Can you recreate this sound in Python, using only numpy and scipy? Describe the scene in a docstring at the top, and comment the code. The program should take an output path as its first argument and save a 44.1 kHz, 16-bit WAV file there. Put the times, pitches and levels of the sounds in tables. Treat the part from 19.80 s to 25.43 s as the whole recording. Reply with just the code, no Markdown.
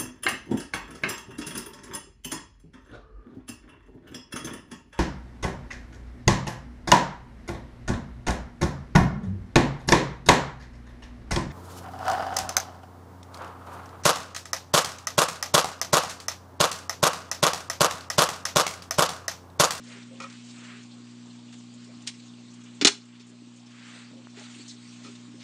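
"""The latch of a clear plastic box, turned and pressed on a carpet, catches, snaps home and rebounds.
Hard edges crack as bursts of band-passed noise that excite the wall modes; fingertips knock the hollow
body softly and a loose lid rattles, both as sums of decaying modes. Sleeve and skin rustle as shaped
noise, an appliance hums in mains harmonics, and room air hisses as noise. A close microphone's gain
control ducks after loud sounds and creeps back."""
import sys
import numpy as np
from scipy import signal
from scipy.fft import rfft, irfft
from scipy.io import wavfile
from scipy.ndimage import uniform_filter1d

SR = 44100
rng = np.random.default_rng(int(sys.argv[2]) if len(sys.argv) > 2 else 0)


def amp(db):
    return 10 ** (np.asarray(db, float) / 20)


def waveform_to_disk(signal):
    """Save audio, clipped to [-1, 1], as 16-bit WAV at the path in sys.argv[1]."""
    frames = np.transpose(np.atleast_2d(signal))
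    scaled = np.clip(frames, -1, 1) * 32767
    samples = np.round(scaled).astype(np.int16)
    wavfile.write(sys.argv[1], SR, samples)


N = 248327  # samples

# blows of the latch: (t/s, level/dB, chatter length/s, band centre f/Hz)
LATCH_BLOWS = [(3.012, -16.5, 0.017, 3430), (3.0475, 0.5, .012, 4600), (3.0695, -1.5, 0.013, 5300)]
# flap behind the hook: (f/Hz, spread/octave, level/dB relative to the hook, length/hook length)
LATCH_FLAP = (1505.5, 0.9, -11, 1.6)
HOOK_SPREAD = 0.86  # octaves either side of the band centre
# cracks of hard edges: (t/s, level/dB, band centre f/Hz, chatter length/s, spread/octave)
EDGE_CRACKS = [(0.4018, -35, 5950, 0.0097, 1.3), (0.418, -38.5, 5100, 0.032, 0.8),
               (0.499, -44, 4170, 0.011, 0.72), (0.527, -45, 6100, 0.0073, 1.4),
               (1.725, -44.5, 3200, 0.024, 1.5), (2.2667, -37, 6000, 0.02, 1.5),
               (2.2728, -22.5, 5400, 0.0082, 0.95), (2.28, -31.5, 4450, 0.02, 1.2),
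               (3.353, -47, 2680, 0.016, .5), (3.397, -44, 3930, 0.034, 0.81),
               (4.57, -44.5, 1500, 0.052, 1.3), (4.595, -42, 7000, 0.01, 0.24),
               (4.878, -38, 6300, 0.038, 0.41), (4.894, -38, 3970, 0.025, 0.17),
               (5.025, -51, 3900, 0.0089, 0.28), (5.237, -43, 4300, 0.067, 0.99),
               (5.352, -45.5, 4140, 0.016, 0.9), (5.602, -44.5, 3420, 0.065, 1.05)]
FLECKS_PER_S, FLECK_DB = 16, -53  # rate and lowest level of the faint narrow-band ticks
# modes of the stiff walls: (f/Hz, relative level/dB, t60/s)
WALL_MODES = [(850, -6, .05), (1500, -10, .035), (2150, -7, .03), (2500, -5, .03), (2940, -7, .03),
              (3630, -4, .03), (3790, -7, .03), (4220, -5, .03), (4420, -4, .03), (4550, -2, .03),
              (4830, -5, .03), (5350, -2, .03), (5580, -3, .03), (5830, -4, .03), (6340, -2, .025),
              (6660, -4, .025), (7080, -3, .025), (7350, -4, .025), (7650, -5, .025), (8400, -9, .025)]

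# knocks on the hollow body: blunt fingertip pushes, and the latch's blows at 3.01-3.07 s: (t/s, peak level/dB,
# favoured mode f/Hz, skid/s)
BODY_KNOCKS = [(.06, -51.5, 560, 0.098), (0.151, -47, 420, 0.031), (.31, -46.5, 520, 0.057),
               (2.09, -50.5, 624, 0.038), (3.0117, -26, 417, .0005), (3.021, -15.5, 293, 0.00036),
               (3.05, -5, 338, .0005), (3.072, -20, 396, .0005), (3.399, -53, 407, 0.0077),
               (3.618, -40.5, 293, 0.0091), (3.669, -40.5, 295, 0.011), (4.312, -34.5, 252, 0.01),
               (4.332, -46, 620, 0.012), (4.355, -40, 280, .01), (4.361, -49.5, 520, .05),
               (4.413, -45, 278, .008), (4.573, -37.5, 343, 0.013), (4.612, -43.5, 724, .004),
               (4.76, -39.5, 283, 0.019), (4.795, -39.5, 285, 0.018), (5.246, -39.5, 297, 0.025),
               (5.285, -44, 390, 0.013), (5.479, -41, 292, .01), (5.541, -40.5, 295, 0.011)]
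NUDGES_PER_S, NUDGE_DB = 4, -57  # rate and lowest level of the faint pushes
# modes of the hollow body: (f/Hz, relative level/dB, t60/s)
HOLLOW_MODES = [(200, -6, .11), (283, 0, .075), (340, -6, .06), (400, -3, .11), (530, -9, .09),
                (620, -10, .08), (850, -11, .09)]

# rattles of the loose lid: (t/s, peak level/dB, length/s)
LID_RATTLES = [(0.4004, -29.5, 0.028), (0.427, -38, 0.0089), (0.435, -30, 0.02), (0.458, -38.5, 0.011),
               (5.242, -42.5, 0.045)]
# modes of the lid: (f/Hz, relative level/dB, t60/s)
LID_MODES = [(550, -11, .07), (1200, -10, .035), (1287, 0, .05), (1345, -3, .05), (1890, -3, .035),
             (2256, -6, .045), (2430, -3, .055)]

# one dry tick at the microphone: (t/s, peak level/dB, f/Hz, width/s)
CASING_TICK = (4.4712, -33, 1200, .00027)
# reverberation time of the room: (f/Hz, t60/s)
ROOM_T60 = [(200, .17), (800, .22), (2000, .21), (5000, .22), (10000, .19)]

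# arm sweeps: (t/s of greatest speed, rise/s, fall/s, cloth-on-carpet level/dB, skin-on-plastic level/dB)
ARM_SWEEPS = [(.14, 0.092, 0.11, -50, -54.5), (.54, 0.16, 0.031, -55, -60), (.7, 0.17, 0.2, -68, -53.5),
              (.89, .14, 0.13, -49, -58), (2.38, 0.19, 0.21, -70, -58.5), (3.3, 0.59, 0.26, -64, -69),
              (4.14, 0.23, 0.16, -49, -52), (4.59, 0.038, 0.16, -52, -54.5), (4.8, 0.23, .1, -58.5, -50),
              (5.12, 0.3, 0.25, -67.5, -56), (5.3, 0.21, 0.16, -63, -62)]
SWEEP_EDGE_DB = -10  # relative level one rise or fall time away from the fastest moment
REST_CLOTH_DB, REST_SKIN_DB = -74.5, -61  # the hand never lies quite still
# spectrum of cloth on carpet: (f/Hz, relative level/dB per Hz)
CLOTH_SPECTRUM = [(200, -21.5), (500, -7.5), (900, -5.5), (1300, 3), (2300, 3), (3500, -3.5), (5000, -12.5),
                  (9000, -29)]
# spectrum of skin on plastic: (f/Hz, relative level/dB per Hz)
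SKIN_SPECTRUM = [(1000, -26), (2500, 2), (4000, 3.5), (4700, 3), (5200, -4), (7500, 1.5), (9000, -8.5),
                 (10500, -33)]

MAINS_HZ = 60.005
# hum partials: (multiple of the mains frequency, rms level/dB, wavering/dB)
HUM_PARTIALS = [(2, -55, .15), (3, -61.5, 1.2), (4, -47.5, .5), (5, -62.5, 1.5), (6, -69.5, 1.5),
                (7, -78.5, 1), (10, -80, 2), (14, -81, 2), (18, -75, 1.5), (20, -81, 2)]
# spectrum of the room air: (f/Hz, relative level/dB per Hz)
AIR_SPECTRUM = [(18, -82), (30, -76.5), (64, -41), (78, -39), (97, -17), (184, -14), (241, -0.5),
                (286, -11), (541, -19), (1080, -17.5), (1850, -22), (3240, -19.5), (8030, -25.5),
                (9540, -50), (10500, -65.5), (13700, -109), (22000, -120)]
ROOM_AIR_DB = -57  # rms
CEILING = .82  # saturation level of the input stage, as a share of full scale


def evened(x):
    """Normalisation to unit rms."""
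    return x / np.sqrt(np.mean(x ** 2) + 1e-20)


def read(points, hz):
    """Linear interpolation of a table on a logarithmic frequency axis."""
    f, value = np.transpose(points)
    return np.interp(np.log(hz + 1), np.log(f + 1), value)


def add(mix, s, sound):
    """Superposition of a sound on the mix from time s onward."""
    part = mix[round(s * SR):][:len(sound)]
    part += sound[:len(part)]


def ring(modes):
    """Impulse response as a sum of exponentially decaying modes, peak 1."""
    t = np.arange(SR // 6) / SR
    out = sum(amp(db - 60 * t / t60) * np.sin(2 * np.pi * hz * t) for hz, db, t60 in modes)
    return out / abs(out).max()


def hiss(spectrum, patchy_db, flicker_db):
    """Gaussian noise of unit rms, its short-time spectrum modulated by drifting patches and a flicker."""
    frames = N // 256 + 5
    hz = np.fft.rfftfreq(1024, 1 / SR)
    real, imaginary, patches = rng.standard_normal((frames, 513, 3)).T
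    patches = uniform_filter1d(patches, size=14, axis=0)  # along frequency
    patches = evened(uniform_filter1d(patches, size=10, axis=1))  # along time
    flicker = evened(uniform_filter1d(rng.standard_normal(frames), size=3))  # common to all frequencies
    level_db = read(spectrum, hz)[:, None] + patchy_db * patches + flicker_db * flicker
    z = (real + 1j * imaginary) * amp(level_db)
    return evened(signal.istft(z, nperseg=1024, noverlap=768)[1][:N])


def latch():
    """Paired excitation: each blow is a bright hook and a duller, longer flap, as rows like the cracks."""
    flap_hz, flap_spread, under_db, longer = LATCH_FLAP
    hook = [(s, db, hz, length, HOOK_SPREAD) for s, db, length, hz in LATCH_BLOWS]
    flap = [(s, db + under_db, flap_hz, longer * length, flap_spread) for s, db, length, hz in LATCH_BLOWS]
    return hook + flap


def flecks():
    """Uniformly random times: faint, short, narrow-band ticks in the background, as rows like the cracks."""
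    count = round(FLECKS_PER_S * N / SR)
    when, size, pitch, length = rng.random((count, 4)).T
    level_db = FLECK_DB + 4 * size
    hz = 2400 * 3.3 ** pitch
    return list(zip(when * N / SR, level_db, hz, .006 + .025 * length, .14 + .15 * size))


def cracks(ring_db=-11):
    """Stick-slip excitation: a chatter of tiny slips radiates directly and drives the wall modes."""
    out, size = np.zeros(N), 8192
    t = np.arange(size) / SR
    walls = ring(WALL_MODES)
    body = 1 + amp(ring_db) * rfft(walls / np.linalg.norm(walls), size)  # direct sound plus ringing
    dull_top = signal.butter(4, 8000, fs=SR, output="sos")  # the highest treble rolls off above 8 kHz
    for s, db, hz, length, spread in EDGE_CRACKS + latch() + flecks():
        slips = rng.standard_normal(size) * np.exp(.5 * rng.standard_normal(size))  # uneven sizes
        # abrupt start, then the chatter dies away
        slips *= np.exp(-(t / length) ** 2.08) * np.minimum(t / 0.00053, 1)
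        width = np.clip(2 ** spread, 1.1, 8)
        band = signal.butter(2, [hz / width, min(hz * width, 18000)], "band", fs=SR, output="sos")
        slips = signal.sosfilt(band, signal.sosfilt(dull_top, slips))
        sound = irfft(rfft(slips) * body)[:size]
        loudest_rms = np.sqrt(uniform_filter1d(sound ** 2, size=130).max())
        add(out, s, amp(db) * sound / loudest_rms / 1.79)  # the loudest 3 ms has rms amp(db) / 1.79
    return out


def nudges():
    """Uniformly random times: faint pushes, as rows like the knocks."""
    count = round(NUDGES_PER_S * N / SR)
    when, size, pitch, skid = rng.random((count, 4)).T
    return list(zip(when * N / SR, NUDGE_DB + 5 * size, 280 * 2.5 ** pitch, .01 + .04 * skid))


def knocks(reach=0.24):
    """Modal excitation by place: a fingertip, or a blow of the latch, favours the modes that move where it
    lands and skids."""
    out, t = np.zeros(N), np.arange(8192) / SR
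    for s, db, hz_spot, skid_s in BODY_KNOCKS + nudges():
        # a mode reach octaves away from the favoured one loses 6 dB
        near = [(hz, level - 6 * (np.log2(hz / hz_spot) / reach) ** 2, t60)
                for hz, level, t60 in HOLLOW_MODES]
        landing = np.exp(-(t / .0005) ** 2)
        judder = rng.standard_normal(8192) * np.minimum(t / .002, 1)  # skin on plastic
        skid = (landing + judder) * np.exp(-(t / skid_s) ** 2)
        softened = signal.fftconvolve(ring(near), np.hanning(41))  # soft contact
        sound = signal.fftconvolve(softened, skid)
        add(out, s, amp(db) * sound / abs(sound).max())
    return out


def rattles():
    """Modal response to repeated impact: a short chatter of bounces drives the lid's modes."""
    out, lid, t = np.zeros(N), ring(LID_MODES), np.arange(4096) / SR
    for s, db, length in LID_RATTLES:
        bounces = rng.standard_normal(4096) * np.exp(-(t / length) ** 4.5)
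        sound = signal.fftconvolve(bounces, lid)
        add(out, s, amp(db) * sound / abs(sound).max())
    return out


def casing_tick():
    """Heavily damped oscillation: one cosine under a Gaussian envelope, without reverberation."""
    s, db, hz, width = CASING_TICK
    t = np.arange(N) / SR - s
    return amp(db) * np.exp(-(t / width) ** 2 / 2) * np.cos(2 * np.pi * hz * t)


def room(x):
    """Diffuse reverberation: sparse reflections of random sign, each band decaying at its own rate."""
    taps = np.zeros(SR // 2)
    at = np.arange(200, SR // 2 - 20, 20)
    taps[at + rng.integers(0, 20, len(at))] = rng.choice([-1., 1.], len(at))
    hz, t, z = signal.stft(taps, SR, nperseg=256)
    decay = amp(-60 * t / read(ROOM_T60, hz)[:, None])
    tail = signal.istft(z * decay, SR, nperseg=256)[1]
    return signal.fftconvolve(x, tail / np.linalg.norm(tail))[:N]


def rustle():
    """Friction noise: dull cloth and bright skin add power as each sweep of the arm swells and fades."""
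    t = np.arange(N) / SR
    cloth, skin = amp(REST_CLOTH_DB) ** 2, amp(REST_SKIN_DB) ** 2  # powers
    for s, rise, fall, cloth_db, skin_db in ARM_SWEEPS:
        swell_db = SWEEP_EDGE_DB * ((t - s) / np.where(t < s, rise, fall)) ** 2
        swell_db = np.maximum(swell_db, -90)
        cloth = cloth + amp(cloth_db + swell_db) ** 2
        skin = skin + amp(skin_db + swell_db) ** 2
    cloth_noise = np.sqrt(cloth) * hiss(CLOTH_SPECTRUM, patchy_db=0.2, flicker_db=0.5)
    skin_noise = np.sqrt(skin) * hiss(SKIN_SPECTRUM, patchy_db=2.5, flicker_db=1.5)
    return cloth_noise + skin_noise


def hum():
    """Harmonic series of the mains: phase-locked partials, each wavering slowly in level."""
    turn = 2 * np.pi * MAINS_HZ * np.arange(N) / SR - 1.85  # phase of the mains cycle, rad
    out = np.zeros(N)
    for k, db, waver_db in HUM_PARTIALS:
        drift = evened(uniform_filter1d(rng.standard_normal(N // 441 + 2), size=12))  # 10 ms steps
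        drift = np.interp(np.arange(N) / 441, np.arange(len(drift)), drift)
        out += np.sqrt(2) * amp(db + waver_db * drift) * np.cos(k * turn - .5)
    return out


def room_air():
    """Stationary background: broadband noise with the spectrum of the room air."""
    return amp(ROOM_AIR_DB) * hiss(AIR_SPECTRUM, patchy_db=2.0, flicker_db=-0.5)


def scene():
    """Superposition: the box and its reverberation over rustle, hum and room air."""
    small_box = signal.butter(5, 180, "high", fs=SR, output="sos")  # too small to radiate deep bass
    box = signal.sosfilt(small_box, cracks() + knocks() + rattles())
    background = rustle() + hum() + room_air()
    return (box + amp(-13) * room(box) + casing_tick() + background)[None]


def band_limit(x):
    """A steep low-pass at the top of the band."""
    return signal.sosfilt(signal.butter(12, 10670, fs=SR, output="sos"), x)


def record(dry):
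    """Dynamic compression: gain falls soon after a loud sound and recovers slowly; peaks saturate."""
    power_db = 10 * np.log10(abs(uniform_filter1d(dry[0] ** 2, size=400)) + 1e-12)
    duck_db = 0.13 * np.maximum(power_db + 39.0, 0)  # 0.13 dB for each dB above -39 dB
    creep = np.arange(N) * 1.93 / SR  # recovery at 1.93 dB/s
    duck_db = np.maximum.accumulate(duck_db + creep) - creep
    duck_db = uniform_filter1d(duck_db, size=2000, origin=999)  # mean of the preceding 45 ms
    limited = CEILING * np.tanh(dry / amp(duck_db) / CEILING)  # the input stage rounds the highest peaks
    lowpass = signal.firwin(255, 10100, window=("kaiser", 8), fs=SR)
    mix = signal.oaconvolve(limited, lowpass[None], "same")
    return band_limit(mix)


dry = scene()
out = record(dry)
waveform_to_disk(out)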